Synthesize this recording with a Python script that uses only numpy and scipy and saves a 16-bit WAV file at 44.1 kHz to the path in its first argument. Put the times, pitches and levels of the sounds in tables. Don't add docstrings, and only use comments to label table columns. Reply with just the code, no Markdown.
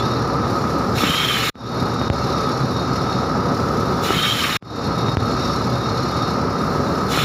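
import sys
import numpy as np
from scipy import signal
from scipy.fft import rfft, irfft
from scipy.io import wavfile

SR = 44100
rng = np.random.default_rng(int(sys.argv[2]) if len(sys.argv) > 2 else 0)


def wrap_up_sound(samples):
    columns = np.atleast_2d(samples).T
    tamed = np.clip(columns, -1, 1)
    steps = np.round(tamed * 32767).astype(np.int16)
    wavfile.write(sys.argv[1], SR, steps)


N = 319284
TIME = np.arange(N) / SR
FREQ = np.maximum(np.fft.rfftfreq(N, 1 / SR), 1)
REPEAT_START_S, REPEAT_S = 1.53, 3.0698
CLOCK = (TIME - REPEAT_START_S) % REPEAT_S + REPEAT_START_S
BLAST_S, VALVE_RISE_S, CUT_S = 4.008, 0.04, 4.568


# (time [s], rate [Hz])
BLOW_RATE = [(3.3, 36.22), (3.4, 35.35), (4.0, 35.35), (4.1, 35.95)]

def strokes(return_share, scatter_db, jitter_s=.0005):
    clock = TIME[TIME < REPEAT_S] + REPEAT_START_S
    periods = np.cumsum(np.interp(clock, *np.transpose(BLOW_RATE))) / SR
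    halves = np.arange(2 / 3, periods[-1], .5)
    one_repeat = np.interp(halves, periods, clock)
    times = np.concatenate([one_repeat - REPEAT_S, one_repeat, one_repeat + REPEAT_S])
    size = np.tile(np.where(np.arange(len(halves)) % 2, return_share, 1), 3)
    jitter, scatter = rng.standard_normal((len(times), 2)).T
    size = size * undb(scatter_db * scatter)
    pulses, _ = np.histogram(times + jitter_s * jitter, N, (0, N / SR), weights=size)
    return unit(pulses)


# (frequency [Hz], relative level [dB])
BEAM_RESPONSE = [(300, -24.5), (900, -29), (1120, -11), (1205, -1.5), (1265, 2), (1325, -2), (1420, -21),
                 (1900, -26.5), (7000, -72)]

def hammer():
    blows = strokes(return_share=.7, scatter_db=1.3)
    return through(blows + .9 * noise(), colour(BEAM_RESPONSE))


def throb(decay_s):
    age = TIME[:SR // 10] / decay_s
    swell = signal.fftconvolve(strokes(return_share=0.24, scatter_db=3.0), age * np.exp(-age))[:N]
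    return swell / np.mean(swell)


# (frequency [Hz], relative level [dB])
BIT_SPECTRUM = [(1000, -10), (2000, -4), (2700, -7), (3300, -11), (3700, -5), (4200, 0), (5750, 1),
                (6250, -10), (7300, -15), (8000, -22), (11000, -23), (13800, -30)]
COUPLING_SPECTRUM = [(6000, -20), (8500, -2), (10600, 0), (11800, 0), (13500, -9), (15000, -8)]

def drill(grind, ring, sing):
    blows = throb(decay_s=0.005)
    scrape = through(noise() * (1 + 0.3 * blows) * undb(.5 * walk(25)), colour(BIT_SPECTRUM))
    jingle = through(noise() * (.25 + blows) * undb(.7 * walk(5)), colour(COUPLING_SPECTRUM))
    note = unit(tone(hz=3745, wander_hz=8, rough_db=1.3) * (1 + .8 * blows) * undb(2.1 * walk(25)))
    turn_s, peak_s = .37, 2.77
    turn = undb(4 * np.cos(2 * np.pi * (CLOCK - peak_s) / turn_s))
    drive = grind * (scrape + undb(-18) * jingle) + flushing_air()
    return steel(drive, ring) + sing * turn * note


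# (frequency [Hz], bandwidth [Hz], nominal gain [dB])
STEEL_MODES = [(2230, 18, 10), (2454, 20, 7), (2692, 28, 9), (2940, 30, 7), (3478, 16, 16), (3746, 50, 5),
               (4016, 20, 14), (4288, 40, 13), (4608, 26, 6), (4898, 20, 10), (5188, 18, 10), (5470, 36, 9),
               (6332, 30, 7), (6650, 45, 10), (6956, 28, 9), (7288, 28, 11), (7958, 20, 8), (8656, 25, 7),
               (9345, 20, 8), (9690, 20, 7), (10002, 20, 8), (11284, 25, 11), (11625, 40, 9),
               (11830, 50, 6), (14556, 35, 8)]

def steel(drive, ring, groups=5):
    spectrum, out = rfft(drive), drive
    for k in range(groups):
        modes = sum((undb(db) - 1) * resonance(hz, width) for hz, width, db in STEEL_MODES[k::groups])
        out = out + ring * undb(.6 + 1.5 * walk(6)) * irfft(spectrum * modes, N)
    return out


# (frequency [Hz], relative level [dB])
RUSH_SPECTRUM = [(600, -31), (1200, 6.5), (1700, 5.5), (2500, 3.5), (3400, -2), (4200, -7.5), (4800, -30),
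                 (7000, -26), (12000, -20.5)]
NOZZLE_SPECTRUM = [(2500, -10), (4000, 3), (4500, -3), (5700, 1), (6300, -4), (7400, -3), (8000, -7),
                   (9700, -9), (15000, -9)]

def flushing_air():
    leak = ramp(3.5, 0.053)
    valve = ramp(BLAST_S, VALVE_RISE_S)
    growth = undb(1.5 * ramp(BLAST_S, CUT_S - BLAST_S))
    peak_s, half_width_s = 4.297, .16
    off_peak = np.minimum(((CLOCK - peak_s) / half_width_s) ** 2, 10)
    arch = np.exp(-off_peak)
    whistle_hz = 3160 - 94.8 * off_peak
    whistle = unit(walk(120) * np.sin(2 * np.pi * np.cumsum(whistle_hz + 45 * walk(120)) / SR))
    rush = through(noise() * undb(2.4 * walk(57)), colour(RUSH_SPECTRUM))
    hiss = through(noise() * undb(1.1 * walk(54)), colour(NOZZLE_SPECTRUM))
    rush_gain = undb(-25.5 - 3 * arch) * ramp(BLAST_S, .11) * growth
    hiss_gain = undb(-49.5) * leak + undb(-34.5) * valve * growth
    return rush_gain * rush + hiss_gain * hiss + undb(-23) * valve * arch * whistle


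# (frequency [Hz], relative level [dB])
ROAR_SPECTRUM = [(25, -17), (45, -20.5), (68, -13), (100, 0), (140, 1), (230, -1), (300, -3.5), (400, -4.5),
                 (620, -10), (770, -9.5), (1000, -10), (1500, -16), (2000, -27), (7000, -61)]
# (frequency [Hz], relative level [dB], wander [Hz])
MACHINE_TONES = [(72.1, -10, 6.94), (165.4, -11.5, 9.7), (255, -8.5, 5.1), (380.6, -14, 11.83),
                 (467, -11.5, 7.7), (557.6, -12.5, 1.99), (767, -17.5, 12), (1396, -24, 2.53)]

def engine(roar, hum):
    rush = through(noise() * undb(0.71 * walk(39)), colour(ROAR_SPECTRUM))
    tones = sum(undb(db) * tone(hz, wander, rough_db=2.5) for hz, db, wander in MACHINE_TONES)
    firing = tone(hz=120.85, wander_hz=6.125, rough_db=1.5)
    return roar * (rush + undb(-3.5) * tones) + hum * firing


# (time [s], level [dB], frequency [Hz], decay [s], signed click [ratio], beam ring [ratio])
KNOCKS = [(1.5553, -27, 180, .006, 2.2, .1), (2.0148, -11, 130, .004, 2.2, .1),
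          (2.1008, -7.5, 88, .012, 3.0, .05), (4.1052, -4, 260, .003, -2.0, .5),
          (4.167, -9, 170, .007, 0.03, .02)]

def thumps(beam_hz=1320):
    out = np.zeros(N)
    for start_s, db, hz, decay_s, click, ring in KNOCKS:
        age = (TIME - start_s) % REPEAT_S
        attack = (1 - np.exp(-age / .00007)) ** 2
        edge = click * np.exp(-age / .0006)
        swing = np.sign(click) * np.sin(2 * np.pi * hz * age) * np.exp(-age / decay_s)
        beam = ring * np.sin(2 * np.pi * beam_hz * age) * np.exp(-age / 0.0052)
        out += undb(db) * attack * (edge - swing + beam)
    return out


def dropouts():
    swell = ramp(1.539, 0.26) ** 1.15
    dip_s, hold_s, dip_db, floor_db = 2.082, 0.024, -9, -55.5
    dip = ramp(dip_s, 0.0028) - ramp(dip_s + hold_s, 0.028)
    cut = np.exp(-np.maximum(CLOCK - CUT_S, 0) / .0012)
    return swell * undb(dip_db * dip) * cut + undb(floor_db)


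def tone(hz, wander_hz, rough_db):
    phase = np.cumsum(hz + wander_hz * walk(13.66)) / SR
    return unit(np.sin(2 * np.pi * phase) * undb(rough_db * walk(26)))


def resonance(hz, width):
    return 1 / (1 + 1j * (FREQ ** 2 - hz ** 2) / (FREQ * width))


def colour(points):
    hz, db = np.transpose(points)
    return undb(np.interp(np.log(FREQ), np.log(hz), db))


def through(x, response):
    return unit(irfft(rfft(x) * response, N))


def walk(rate):
    return through(noise(), np.exp(-(FREQ / rate) ** 2))


def noise():
    return rng.standard_normal(N)


def ramp(start_s, rise_s):
    return np.clip((CLOCK - start_s) / rise_s, 0, 1)


def undb(db):
    return 10 ** (np.asarray(db) / 20)


def unit(x):
    return x / np.std(x)


# (time [s], engine hum [dB], hammer [dB], grinding [dB])
LAYER_LEVELS = [(1.8, -22, -26.5, -35.0), (2.13, -22.5, -26, -35.5), (2.4, -28.5, -22, -31.5),
                (2.66, -21.5, -28.5, -35), (3.1, -26, -22.5, -33.0), (3.42, -34.5, -25.0, -36),
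                (3.62, -33, -24.0, -34.5), (3.98, -29, -24.5, -35)]

def scene():
    times, *levels = np.transpose(LAYER_LEVELS)
    hum_db, hammer_db, grind_db = (np.interp(CLOCK, times, db) for db in levels)
    eased = ramp(3.22, .13)
    valve = ramp(BLAST_S, VALVE_RISE_S)
    sink = ramp(4.036, 0.18)
    roar = undb(-22 + 1.2 * eased - 5.5 * sink)
    hum = undb(hum_db - 5.8 - 1.5 * sink + 2.5 * walk(10))
    rattle = undb(hammer_db - 3 - 0.8 * sink)
    grind = undb(grind_db - 4.5)
    ring = undb(-0.1 - 3.5 * (eased - valve))
    sing = undb(-41 - 8 * eased) + undb(-34.5) * valve
    rig = engine(roar, hum) + rattle * hammer() + drill(grind, ring, sing)
    return (dropouts() * rig + thumps())[None]


# (frequency [Hz], gain [dB])
MIC_RESPONSE = [(7400, 0), (8050, -8), (8800, 3), (9300, -3), (9850, -5), (10200, -1), (10550, 7),
                (10950, 0), (12900, 0), (13850, -4), (14550, 4), (15400, -2)]

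def record(dry):
    heard = irfft(rfft(dry) * colour(MIC_RESPONSE), N)
    heard = signal.sosfilt(signal.butter(2, 40, "high", fs=SR, output="sos"), heard)
    return signal.sosfilt(signal.ellip(12, .2, 80, 15450, fs=SR, output="sos"), heard)


dry = scene()
out = record(dry)
wrap_up_sound(out)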